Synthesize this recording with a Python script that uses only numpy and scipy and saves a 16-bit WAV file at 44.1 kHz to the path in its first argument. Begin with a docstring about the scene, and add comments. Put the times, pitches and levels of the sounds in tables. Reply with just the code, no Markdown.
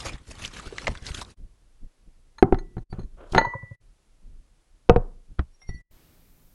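"""Laying a tea table

Artificial roses rustle across a cloth, a china cup and saucer clink and rock to rest, a glass candle holder
knocks down and a fingertip taps. Blows ring banks of decaying sines, with noise bursts as their cracks;
rustle, scrapes and skids are shaped noise. The table booms under the heavier blows. The level dips briefly
four times; after the last dip the noise floor is louder and fingers rub softly on a bottle."""
import sys
import numpy as np
from scipy import signal
from scipy.fft import rfft, irfft, next_fast_len
from scipy.io import wavfile
from scipy.ndimage import uniform_filter1d, map_coordinates

SR = 44100
rng = np.random.default_rng(int(sys.argv[2]) if len(sys.argv) > 2 else 0)


def dump_mix(stems):
    """Bounce the given channels to the path in sys.argv[1] as a 16-bit WAV at rate SR."""
    frames = np.atleast_2d(stems).T  # one column per channel
    limited = np.clip(frames, -1, 1)  # hard clip at full scale
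    pcm = np.round(limited * 32767).astype(np.int16)
    wavfile.write(sys.argv[1], SR, pcm)


N = 288414


def amp(db):
    """Decibels to gain."""
    return 10 ** (np.asarray(db) / 20)


def unit(x):
    """Scale to rms 1."""
    return x / np.sqrt(np.mean(x ** 2) + 1e-20)


def along(points, hz):
    """Interpolate (Hz, value) points on a log frequency axis."""
    point_hz, value = np.transpose(points)
    return np.interp(np.log(hz + 1), np.log(point_hz + 1), value)


def wobble(rate_hz):
    """Smooth random curve through normal knots at the given rate."""
    knots = rng.standard_normal(int(N * rate_hz / SR) + 4)
    return map_coordinates(knots, [np.arange(N) * rate_hz / SR])


def filtered(x, response):
    """Apply a response of frequency to x."""
    m = next_fast_len(len(x) + SR // 4)
    spectrum = rfft(x, m) * response(np.fft.rfftfreq(m, 1 / SR))
    return irfft(spectrum, m)[:len(x)]


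def coloured(x, tone):
    """Weight x by a tone table, at rms 1."""
    return unit(filtered(x, lambda hz: amp(along(tone, hz))))


def noise(tone):
    """Steady noise of rms 1."""
    return coloured(rng.standard_normal(N), tone)


def add(track, start_s, sound):
    """Mix a sound into the track."""
    part = track[max(round(start_s * SR), 0):][:len(sound)]
    part += sound[:len(part)]


def swell(peak_s, db, rise_s, fall_s):
    """Gain climbing to a peak and dying away; rise and fall are times per 20 dB."""
    t = np.arange(N) / SR - peak_s
    return amp(db - 20 * np.minimum(np.maximum(-t / rise_s, t / fall_s), 10))


def swells(rows):
    """Joint gain of overlapping swells, summed in power."""
    return np.sqrt(sum(swell(*row) ** 2 for row in rows))


# Brief level dips. Each row: start in seconds, end in seconds.
DIPS = [(1.345, 1.367), (2.84, 2.895), (3.76, 3.805), (5.82, 5.905)]


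def ring_end(start_s):
    """Time in seconds when a ring begun at start_s is cut: the end of the next dip, or of the sound."""
    return min([end for start, end in DIPS if end > start_s] + [N / SR])


def struck(blows, modes, pivot_hz, attack_s, detune=0):
    """Each blow rings all modes with random strength and pitch offsets; brightness tilts levels about pivot_hz."""
    hz, mode_db, t60_s = np.transpose(modes)
    out = np.zeros(N)
    t = np.arange(int(2 * t60_s.max() * SR)) / SR
    fades = amp(-60 * t / t60_s[:, None]) * (1 - np.exp(-t / attack_s)) ** 2
    for start_s, db, tilt in blows:
        extra_db, sharper = rng.standard_normal((2, len(hz)))
        mode_hz = hz * (1 + detune * sharper)
        waves = np.sin(2 * np.pi * mode_hz[:, None] * t) * fades
        ring = -amp(db + mode_db + tilt * np.log2(hz / pivot_hz) + extra_db) @ waves
        add(out, start_s, ring[:round((ring_end(start_s) - start_s) * SR)])
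    return out


# Crack of a blow. Each row: frequency in Hz, density in dB per Hz.
CONTACT = [(100, -0.5), (450, 1.5), (900, 0), (2000, -6.5), (4000, -11.5), (7000, -30.5), (11000, -38),
           (16000, -60)]
BRIGHT_LIMIT_HZ = 3800  # brightness tilt is flat above this


def cracks(blows, pivot_hz, t60_s, body_db, body_t60_s, body_hz):
    """Noise burst at each contact, plus a low-passed after-ring of many crowded modes."""
    out = np.zeros(N)
    t = np.arange(SR // 4) / SR
    rise = np.minimum(t / .0004, 1)
    for start_s, db, tilt in blows:
        burst = coloured(rng.standard_normal(len(t)), CONTACT)
        burst = filtered(burst, lambda hz: amp(tilt * np.log2(np.minimum(hz, BRIGHT_LIMIT_HZ) / pivot_hz + .1)))
        body = filtered(burst, lambda hz: 1 / (1 + (hz / body_hz) ** 4))
        crack = amp(-60 * t / t60_s) * burst
        after_ring = amp(body_db) * amp(-60 * t / body_t60_s) * body
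        add(out, start_s, amp(db) * rise * (crack + after_ring))
    return out


# A hand shifting things on the table. Each row: peak in seconds, level in dB, rise and fall in seconds per 20 dB.
NUDGES = [(1.405, -37, 0.052, 0.12), (1.83, -33.5, 0.027, 0.046), (2.08, -41, 0.033, 0.095),
          (2.8, -32, 0.14, 0.041), (3.02, -31.5, 0.14, 0.13), (3.23, -45.5, 0.19, 0.088),
          (4.27, -37.5, 0.054, 0.21), (5.3, -45.5, .1, 0.13), (5.77, -37.5, .1, 0.065)]
# Tones of the stirring, the hiss and the final noise floor. Each row: frequency in Hz, density in dB per Hz.
RUMBLE_TONE = [(12, -29), (20, 2.5), (41, -6.5), (70, -18.5), (260, -31.5), (700, -53.5), (1300, -120)]
HISS_TONE = [(180, -25), (300, -10), (760, -15.5), (1760, -20), (7730, -24), (11200, -25.5), (12200, -46)]
LAST_TONE = [(60, 4), (150, 1.5), (213, -7), (1090, -20.5), (2680, -23.5), (9710, -23.5), (13300, -17),
             (15800, -22)]
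STIR_DB, HISS_DB, LAST_DB = -57.5, -72, -60
LAST_START_S = 5.91


def background(lumps_db=4.0):
    """Low, lumpy stirring of the table under the hand, over a noise floor that is louder at the end."""
    rumble = np.hypot(amp(STIR_DB), swells(NUDGES)) * amp(lumps_db * wobble(22)) * noise(RUMBLE_TONE)
    early = np.arange(N) < LAST_START_S * SR
    return rumble + np.where(early, amp(HISS_DB) * noise(HISS_TONE), amp(LAST_DB) * noise(LAST_TONE))


SLIDE_END_S = 1.345  # the bouquet comes to rest


def crackle(rate_hz, spread_db, life_s):
    """Tiny ticks at random times, each ringing briefly at its own pitch; scaled to about rms 1 over the slide."""
    chance = rng.random((int(rate_hz * SLIDE_END_S), 3))
    starts = (chance[:, 0] * SLIDE_END_S * SR).astype(int)
    pitch_hz = 200 + 12000 * chance[:, 1] ** 1.4
    size = amp(spread_db * np.minimum(-np.log(1 - chance[:, 2]), 3.5))
    t = np.arange(512) / SR
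    envelope = np.exp(-t / life_s) * (1 - np.exp(-3 * t / life_s))
    ticks = size[:, None] * np.sin(2 * np.pi * pitch_hz[:, None] * t) * envelope
    track = np.bincount((starts[:, None] + np.arange(len(t))).ravel(), ticks.ravel(), N)
    return track / np.std(track[:starts.max()])


CATCH_RATE_HZ, CATCH_DECAY_S, CATCH_STRENGTH = 45, .0035, .8  # strength: gain over the steady rustle


def catches():
    """Gain of rms 1 that jumps whenever a petal catches, and falls back at once."""
    kicks = (rng.random(N) < CATCH_RATE_HZ / SR) * rng.uniform(.3, 1.5, N)
    t = np.arange(SR // 20) / SR
    return unit(1 + CATCH_STRENGTH * signal.fftconvolve(kicks, np.exp(-t / CATCH_DECAY_S))[:N])


def crinkled(x, depth_db):
    """Flexing petals lend passing resonances: a smoothed random gain over time and frequency."""
    z = signal.stft(x, nperseg=512)[2]
    field = uniform_filter1d(rng.standard_normal(z.shape), size=4, axis=0)
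    field = uniform_filter1d(field, size=8, axis=1)
    return unit(signal.istft(z * amp(depth_db * unit(field)), nperseg=512)[1][:N])


# Pushes of the bouquet. Each row: peak in seconds, relative level in dB, rise and fall in seconds per 20 dB,
# treble offset in dB.
PUSHES = [(0, -41.5, .05, 0.054, 7.5), (0.06, -32, 0.073, 0.1, -3), (0.317, -42, 0.063, 0.022, 3),
          (0.454, -38, 0.14, 0.065, 0.5), (0.57, -40.5, 0.081, 0.16, -3), (.675, -40.5, 0.041, 0.039, -4.5),
          (.82, -41.5, 0.2, 0.33, -3), (1.072, -37, 0.052, 0.14, 0), (1.149, -38, 0.013, 0.014, 6),
          (1.186, -40, 0.04, 0.062, 2.5), (1.22, -36, 0.012, 0.016, 7), (1.313, -55.5, 0.21, 0.041, 2.5)]
# Petal rustle and stem drag. Each row: frequency in Hz, density in dB per Hz.
PETALS = [(150, -13.5), (300, 0.5), (600, -2), (1100, 2.5), (2100, 1.5), (3200, -0.5), (5000, -4),
          (8500, -9), (11300, -16), (12200, -55)]
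DRAG_TONE = [(15, -44), (25, 2.5), (71, 3.5), (253, -9.5), (397, -13), (600, -20.5), (1320, -120)]
DRAG_DB, DRAG_FOLLOWS = -47, .7  # level at the median push gain; dB of drag per dB of push
# Flower heads bumping the table. Each row: start in seconds, level in dB, brightness in dB per octave.
BUMPS = [(.141, -26, 0.5), (.406, -36.5, -0.5), (.565, -34.5, 3), (.668, -27.5, 1.5), (.890, -15.5, 1.5),
         (.915, -23.5, 3), (1.022, -33.5, -4.5), (1.106, -31, -10)]
# The table under a soft bump. Each row: frequency in Hz, level in dB, t60 in seconds.
PADDED_BOARD = [(59.8, 6, 0.044), (124.4, -4.5, 0.074), (190, -3.5, 0.036), (399, -15, 0.031)]


def bouquet(smooth_db=-2.5, flutter_db=2.1, split_hz=5000, treble_db=4, rustle_db=-2, lumps_db=3):
    """With each push, fabric petals catch and let go on the cloth in a spray of tiny ticks, and the stems drag."""
    push = swells([row[:4] for row in PUSHES])
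    treble_push = swells([(s, db + offset_db, rise, fall) for s, db, rise, fall, offset_db in PUSHES])
    sliding = np.arange(N) < SLIDE_END_S * SR
    ticks = crackle(rate_hz=7000, spread_db=3.2, life_s=.0009)
    friction = ticks + amp(smooth_db) * rng.standard_normal(N)
    rustle = coloured(friction * catches() * sliding, PETALS)
    rustle = crinkled(rustle, depth_db=3.0) * np.sqrt(sliding.mean())
    treble = filtered(rustle, lambda hz: 1 - 1 / (1 + (hz / split_hz) ** 4))
    rustle = (rustle - treble) * push + treble * treble_push * amp(treble_db)
    rustle *= amp(rustle_db + flutter_db * wobble(70.4))
    drag_gain = (push / np.median(push[sliding])) ** DRAG_FOLLOWS
    drag = drag_gain * amp(DRAG_DB + lumps_db * wobble(42)) * noise(DRAG_TONE)
    return (rustle + drag) * sliding + struck(BUMPS, PADDED_BOARD, pivot_hz=121.5, attack_s=0.0021)


# Stems and leaves snapping. Each row: start in seconds, level in dB, centre in Hz, t60 in seconds.
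SNAPS = [(.053, -33, 553, 0.074), (.133, -41, 3560, 0.044), (.419, -39, 2580, 0.025),
         (.4385, -34, 2400, 0.073), (.4494, -26, 3100, 0.037), (.458, -29.5, 5750, 0.01),
         (.478, -33.5, 4750, 0.0086), (.5656, -36, 1390, 0.02), (.596, -36.5, 1280, 0.028),
         (.597, -41, 7400, 0.018), (.724, -33.5, 399, 0.085), (.7825, -22.5, 1930, 0.019),
         (.8698, -19, 2020, 0.043), (.871, -26, 693, .035), (.8796, -17.5, 675, 0.025),
         (.9522, -35.5, 1600, 0.036), (.9742, -38, 3370, 0.019), (1.066, -30, 4320, 0.037),
         (1.117, -35.5, 2600, 0.0098), (1.146, -29, 3460, 0.024), (1.177, -38, 3460, 0.05),
         (1.214, -33, 3660, 0.026), (1.2145, -32.5, 1000, 0.049), (1.249, -40, 4000, 0.0094)]
SLIP_RATE_HZ = 2000


def stems(sharpness=5.5, edge_hz=8200):
    """Plastic stems and leaves flick together: a click and a dying run of slips through one broad resonance."""
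    out = np.zeros(N)
    t = np.arange(SR // 8) / SR
    soften = signal.butter(10, edge_hz, fs=SR, output="sos")
    for start_s, db, centre_hz, t60_s in SNAPS:
        band = lambda hz: 1 / (1 + 1j * sharpness * (hz / centre_hz - centre_hz / (hz + 1)))
        slips = (rng.random(len(t)) < SLIP_RATE_HZ / SR) * rng.standard_normal(len(t))
        slips += .2 * rng.standard_normal(len(t))
        slips[0] = 1.3  # first click
        fade = amp(-60 * t / t60_s)
        snap = unit(signal.sosfilt(soften, filtered(slips * fade, band)))
        add(out, start_s, amp(db) * np.sqrt(np.mean(fade ** 2)) * snap)
    return out


# Cup and saucer touching. Each row: start in seconds, level in dB, brightness in dB per octave.
CLINKS = [(2.383, -31, 3.5), (2.544, -37.5, -4.5), (2.586, -34.5, 5), (2.780, -42.5, -0.5),
          (2.927, -41, 1.5), (2.993, -45, 7), (3.014, -53, 6.5), (3.031, -53, 7), (3.348, -20, -2),
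          (3.361, -27.5, 4), (3.379, -1.5, -1), (3.412, -21, -6), (3.448, -35, 5)]
# China modes. Each row: frequency in Hz, level in dB, t60 in seconds.
CHINA = [(558.7, -8.5, 0.037), (860, -6.5, .03), (899, -5.5, 0.071), (985, -10.5, 0.026),
         (1260, -17, 0.044), (1416, -8, 0.045), (1760, -3.5, .028), (1965, -6.5, .026),
         (2420, -13.5, 0.021), (3380, -18, .018), (3650, -19, .025), (4080, -11.5, 0.04),
         (4290, -15.5, .04), (6420, -24.5, 0.045), (6560, -28, 0.073), (9530, -35, 0.041)]


def clinks():
    """Short china modes and a crack at each touch of cup and saucer."""
    ring = struck(CLINKS, CHINA, pivot_hz=1800, attack_s=0.0014, detune=0.008)
    crack = cracks(CLINKS, pivot_hz=1800, t60_s=0.011, body_db=-6.0, body_t60_s=0.089, body_hz=2207)
    return ring + amp(-11.5) * crack


# The saucer meeting the table. Each row: start in seconds, level in dB, brightness in dB per octave.
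SAUCER_KNOCKS = [(2.426, -1.5, -3.5), (2.5245, -9, -4.5), (2.544, -26, 2.5), (2.768, -33, -1),
                 (2.780, -36.5, -6.5), (2.927, -33, -1), (2.992, -35.5, -7), (3.334, -28, -2),
                 (3.348, -15, 5), (3.361, -19, 1.5), (3.369, -23.5, 0), (3.379, -18.5, 4), (3.413, -25, 2),
                 (5.691, -38.5, -4.5)]
# Cloth-damped saucer modes. Each row: frequency in Hz, level in dB, t60 in seconds.
SAUCER = [(194, -12.5, .048), (255, -14.5, 0.1), (345, -2, .04), (363, -4, 0.045), (383, -14, 0.16),
          (746, .5, 0.034), (800, -11.5, 0.027), (1203, -10.5, .03), (1312, -11, 0.044), (1710, -16, 0.025),
          (2040, -20.5, 0.046), (2580, -22, .015)]


def saucer_knocks():
    """The cloth damps the saucer's modes to a dull knock."""
    ring = struck(SAUCER_KNOCKS, SAUCER, pivot_hz=457, attack_s=0.00027, detune=0.0092)
    crack = cracks(SAUCER_KNOCKS, pivot_hz=690, t60_s=0.021, body_db=-15, body_t60_s=.1, body_hz=1990)
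    return ring + amp(-16.0) * crack


# Weight landing on the table. Each row: start in seconds, level in dB, brightness in dB per octave.
THUMPS = [(2.428, -19.5, 8), (2.526, -13.5, -2), (2.768, -29, 5), (2.927, -30, 4), (2.985, -28, 2),
          (3.322, -28, -5.5), (3.360, -19, 5), (4.897, -7.5, 2), (4.963, -11, -1), (5.691, -25, -2.5),
          (5.745, -31.5, -4)]
# Low board modes. Each row: frequency in Hz, level in dB, t60 in seconds.
TABLE = [(26.4, -5, 0.39), (50.3, 1.5, 0.07), (69, -3, 0.11), (117.6, 1, 0.1), (172, -4.5, 0.089)]


def table_boom():
    """Low modes of the board, rung by weight landing on it."""
    return struck(THUMPS, TABLE, pivot_hz=56.5, attack_s=0.0012)


# The cup's bowl set ringing. Each row: start in seconds, level in dB, brightness in dB per octave.
RINGS = [(2.544, -61, 1), (3.379, -28.5, -1.5)]
# Bowl modes. Each row: frequency in Hz, level in dB, t60 in seconds.
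BOWL = [(964, -10, 0.46), (1395, -11.5, .26), (1455, -11.5, .26), (1969, 2.5, .72), (2379, -13, 0.16),
        (2970, -19, .28), (3014, -20, 0.34), (4062, -19.5, .28), (4044, -15.5, .27), (4436, -14, 0.27),
        (6445, -27.5, 0.48), (9800, -29.5, .16)]


def bowl():
    """Long, clear modes of the cup's bowl."""
    return struck(RINGS, BOWL, pivot_hz=2003, attack_s=.001)


# The saucer sliding before it drops. Each row: start in seconds, length in seconds, level in dB.
SCRAPES = [(2.917, .095, -55), (3.169, 0.07, -50), (3.25, .07, -58), (3.326, .036, -39)]
# Each row: frequency in Hz, density in dB per Hz.
SCRAPE_TONE = [(150, -42), (250, -11.5), (603, -3.5), (805, -16), (1370, -13), (1850, -27), (3300, -30.5),
               (4300, -44.5), (15000, -70)]
SCRAPE_ATTACK_S, SCRAPE_RELEASE_S = 0.011, 0.032  # linear attack; release per 20 dB


def stroke(start_s, length_s, db):
    """Gain of a steady slide: attack, hold, release."""
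    t = np.arange(N) / SR - start_s
    release_db = 20 * np.maximum(t - length_s, 0) / SCRAPE_RELEASE_S
    return amp(db - release_db) * np.clip(t / SCRAPE_ATTACK_S, 0, 1)


def scrape():
    """Sliding friction: uneven low-mid noise."""
    return sum(stroke(*row) for row in SCRAPES) * amp(2.8 * wobble(100)) * noise(SCRAPE_TONE)


# Thin singing tinks: one of the china as the cup and saucer shift (2.918 s), the rest of the spoon slipping
# in the cup. Each row: peak in seconds, level in dB, pitch in Hz.
TINKS = [(2.918, -55.5, 4550), (5.55, -65, 5610), (5.626, -54, 5600), (5.693, -49.5, 5640),
         (5.694, -56, 4425), (5.745, -64.5, 5800), (5.756, -57, 4440), (5.78, -64.5, 5660)]
TINK_RISE_S, TINK_FALL_S = 0.022, 0.021  # per 20 dB
OVERTONE_HZ, OVERTONE_DB = 10480, -17  # thin upper note in every tink, relative to the main one
# The spoon tipping against the cup. Each row: start in seconds, level in dB, pitch in Hz, t60 in seconds.
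SPOON_TAPS = [(5.618, -53.5, 2113, 0.45), (5.691, -46.5, 1966, 0.81)]


def tinks_and_spoon_taps(waver_rad=0.79):
    """Shifting china and a slipping spoon sing in short swells; each tip of the spoon wakes one pure note."""
    t = np.arange(N) / SR
    drift = waver_rad * wobble(180)
    sing = lambda hz: np.sin(2 * np.pi * hz * t + drift)
    upper = amp(OVERTONE_DB) * sing(OVERTONE_HZ)
    out = sum(swell(s, db, TINK_RISE_S, TINK_FALL_S) * unit(sing(hz) + upper) for s, db, hz in TINKS)
    for start_s, db, hz, t60_s in SPOON_TAPS:
        age = t[:round((ring_end(start_s) - start_s) * SR)]
        add(out, start_s, amp(db - 60 * age / t60_s) * np.sin(2 * np.pi * hz * age))
    return out


# The glaze skidding as the cup slips. Each row: peak in seconds, level in dB, rise and fall in seconds per 20 dB.
SKIDS = [(3.325, -41, 0.0071, .008), (3.361, -49, 0.07, .012)]
# Each row: frequency in Hz, density in dB per Hz.
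SKID_TONE = [(1500, -22.5), (3300, 3), (7000, -3), (11300, -11), (12300, -58)]


def skid():
    """Glaze friction: bright, uneven noise."""
    return swells(SKIDS) * amp(1.7 * wobble(150)) * noise(SKID_TONE)


# Glaze chatter, also used by the spoon's scratch. Each row: frequency in Hz, density in dB per Hz.
RATTLE_TONE = [(200, -2.5), (900, 1), (2400, -5), (4100, -12.5), (5000, -27), (14000, -68)]
RATTLE_PEAK_S, RATTLE_DB, RATTLE_RISE_S, RATTLE_FALL_S = 3.38, -29, 0.024, 0.026  # rise, fall per 20 dB


def rattle():
    """Many tiny, irregular contacts of glaze on glaze crowd round the cup's drop."""
    contacts = (rng.random(N) < 500 / SR) * rng.standard_normal(N)
    return swell(RATTLE_PEAK_S, RATTLE_DB, RATTLE_RISE_S, RATTLE_FALL_S) * coloured(contacts, RATTLE_TONE)


# The cup's foot on the saucer. Each row: frequency in Hz, density in dB per Hz.
ROLL_TONE = [(150, -10.5), (520, -0.5), (720, -5.5), (1000, 1.5), (1450, -4.5), (2000, -31), (9000, -75)]
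ROLL_DB, ROLL_RISE_S, ROLL_FALL_S = -38.5, 0.043, 0.17  # rise, fall per 20 dB


def rolling(rough_db=3.5):
    """The cup's foot rolls round the saucer's well: uneven noise peaking at the drop and dying away."""
    fade = swell(RATTLE_PEAK_S, ROLL_DB, ROLL_RISE_S, ROLL_FALL_S)
    fade *= np.arange(N) < ring_end(RATTLE_PEAK_S) * SR
    return fade * amp(rough_db * wobble(60)) * noise(ROLL_TONE)


# The cup rebounding and rocking to rest. Each row: start in seconds, level in dB, pitch in Hz.
BOUNCES = [(3.391, -10, 937), (3.412, -9, 885), (3.447, -3, 960), (3.47, -18, 917), (3.536, -12, 983),
           (3.556, -26, 960), (3.625, -32, 994), (3.709, -42.5, 1006)]
# Glaze chattering on glaze. Each row: frequency in Hz, density in dB per Hz.
BUZZ = [(150, -0.5), (900, 7.5), (1500, -1), (2600, -24.5), (12000, -72)]


def rebounds(t60_s=0.032, attack_s=0.0074, buzz_db=-19, buzz_t60_s=0.054):
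    """The cup drops back softly on the saucer: each touch is one short note with a buzz of glaze on glaze."""
    out = np.zeros(N)
    t = np.arange(SR // 4) / SR
    for start_s, db, hz in BOUNCES:
        note = amp(-60 * t / t60_s) * np.sin(2 * np.pi * hz * t)
        buzz = amp(buzz_db - 60 * t / buzz_t60_s) * coloured(rng.standard_normal(len(t)), BUZZ)
        add(out, start_s, amp(db) * (1 - np.exp(-t / attack_s)) * (note + buzz))
    return out


# The saucer's foot on the cloth. Each row: start in seconds, level in dB, brightness in dB per octave.
FOOTFALLS = [(3.466, -29.5, 11), (3.549, -27.5, 9.5), (3.63, -30.5, 5.5), (3.711, -31.5, 6.5)]
# Foot modes. Each row: frequency in Hz, level in dB, t60 in seconds.
FOOT = [(109.5, 0, 0.089), (125.7, 5, 0.058), (345, -26.5, 0.047), (557, -21, 0.057)]


def footfalls():
    """The saucer's foot thuds along on the cloth in low, short modes."""
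    return struck(FOOTFALLS, FOOT, pivot_hz=117.0, attack_s=0.0034, detune=0.027)


# The candle holder meeting the table. Each row: start in seconds, level in dB, brightness in dB per octave.
GLASS_KNOCKS = [(4.890, -25, 2), (4.8955, -3.5, 3.5), (4.9615, -12, -0.5)]
# Thick glass modes. Each row: frequency in Hz, level in dB, t60 in seconds.
GLASS = [(214, -14, 0.16), (396.4, -10.5, 0.092), (469, 3, 0.067), (485, -5, .04), (625, -14, 0.078),
         (726.5, -3.5, 0.067), (905, -13.5, .06), (1237, -16, 0.044), (1380, -25, 0.055),
         (1926, -23, 0.023), (2580, -19.5, .023)]


def candle_holder():
    """Thick glass lands on one edge, then flat; through the cloth its modes die fast, as a knock."""
    body = struck(GLASS_KNOCKS, GLASS, pivot_hz=466, attack_s=0.00024, detune=0.0093)
    crack = cracks(GLASS_KNOCKS, pivot_hz=614, t60_s=0.012, body_db=-16.5, body_t60_s=0.44, body_hz=1020)
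    return body + amp(-13.5) * crack


# A fingertip knocking as the hand lets go. Each row: start in seconds, level in dB, brightness in dB per octave.
TAPS = [(5.386, -30.5, -0.5), (5.3917, -11.5, -0.5)]
# Thud modes. Each row: frequency in Hz, level in dB, t60 in seconds.
FINGER = [(45.3, -17, 0.15), (66.6, 2.5, 0.096), (117, -15, 0.13), (182.7, -15, 0.099), (300, -8, 0.048),
          (710, -22, 0.034), (1295, -15, 0.029), (1416, -1.5, 0.013), (1890, -11.5, 0.021),
          (3220, -14.5, 0.0099)]


def fingertip():
    """A soft, dead thud with a light tick at its front."""
    thud = struck(TAPS, FINGER, pivot_hz=70.5, attack_s=0.0011)
    tick = cracks(TAPS, pivot_hz=490, t60_s=0.032, body_db=-1.5, body_t60_s=0.081, body_hz=2220)
    return thud + amp(-21.5) * tick


# The spoon's own short ring. Each row: frequency in Hz, level in dB, t60 in seconds.
SPOON = [(762, -3, .05), (3680, -9.5, .06)]


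def spoon_scratch(scratch_db=-9, rise_s=0.0061, fall_s=0.0343):
    """Each tap rings the spoon briefly and scratches the glaze."""
    ring = struck([(s, db, 0) for s, db, hz, t60_s in SPOON_TAPS], SPOON, pivot_hz=1, attack_s=.001)
    scratch = swells([(s, db + scratch_db, rise_s, fall_s) for s, db, hz, t60_s in SPOON_TAPS])
    return ring + scratch * noise(RATTLE_TONE)


# Fingers on glass. Each row: frequency in Hz, density in dB per Hz.
GRIP_TONE = [(100, -11), (260, 7), (700, -3), (5000, -11), (10000, -19)]
GRIP_PEAK_S, GRIP_DB, GRIP_RISE_S, GRIP_FALL_S = 6.0, -63, 0.45, 0.74  # rise, fall per 20 dB


def bottle():
    """Fingers rub softly on the glass bottle: a swell of noise at the end."""
    grip = swell(GRIP_PEAK_S, GRIP_DB, GRIP_RISE_S, GRIP_FALL_S) * noise(GRIP_TONE)
    return grip * (np.arange(N) >= LAST_START_S * SR)


# Room decay. Each row: frequency in Hz, t60 in seconds.
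ROOM = [(100, .6), (450, .36), (1200, 0.26), (3000, .2), (10000, .042)]
# Room response. Each row: frequency in Hz, gain in dB.
ROOM_TONE = [(100, 0), (450, -5), (750, -5.5), (1100, 3), (2000, -6.5), (6000, -9.5)]


def room(x):
    """A small furnished room: decaying noise as the echo, its treble soaked up first."""
    hz, t, z = signal.stft(rng.standard_normal(SR // 2), SR, nperseg=512)
    tail = signal.istft(z * amp(-60 * t / along(ROOM, hz)[:, None]), SR, nperseg=512)[1]
    wet = signal.fftconvolve(x, tail / np.linalg.norm(tail))[:N]
    return filtered(wet, lambda hz: amp(along(ROOM_TONE, hz)))


def teacup():
    """The cup, saucer and spoon together."""
    blows = clinks() + saucer_knocks() + bowl() + rebounds() + footfalls()
    friction = scrape() + skid() + rattle() + rolling()
    return blows + friction + tinks_and_spoon_taps() + spoon_scratch()


def scene():
    """The things on the table sound into the room; the dull blows reach the microphone through the board."""
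    things = bouquet() + stems() + teacup() + candle_holder() + bottle()
    boom = table_boom() + fingertip()
    return (things + boom + amp(-20.0) * room(things) + background())[None]


TOP_HZ = 16200


def record(dry):
    """The level dips by up to 30 dB, the hardest knocks clip softly, and the top is cut off."""
    t = np.arange(N) / SR
    dipped = sum((t > start) & (t < end) for start, end in DIPS)
    x = dry[0] * amp(-30 * uniform_filter1d(dipped.astype(float), size=700))
    x = x / (1 + np.abs(x) ** 12) ** (1 / 12)
    return filtered(x, lambda hz: hz < TOP_HZ)[None]


dry = scene()
out = record(dry)
dump_mix(out)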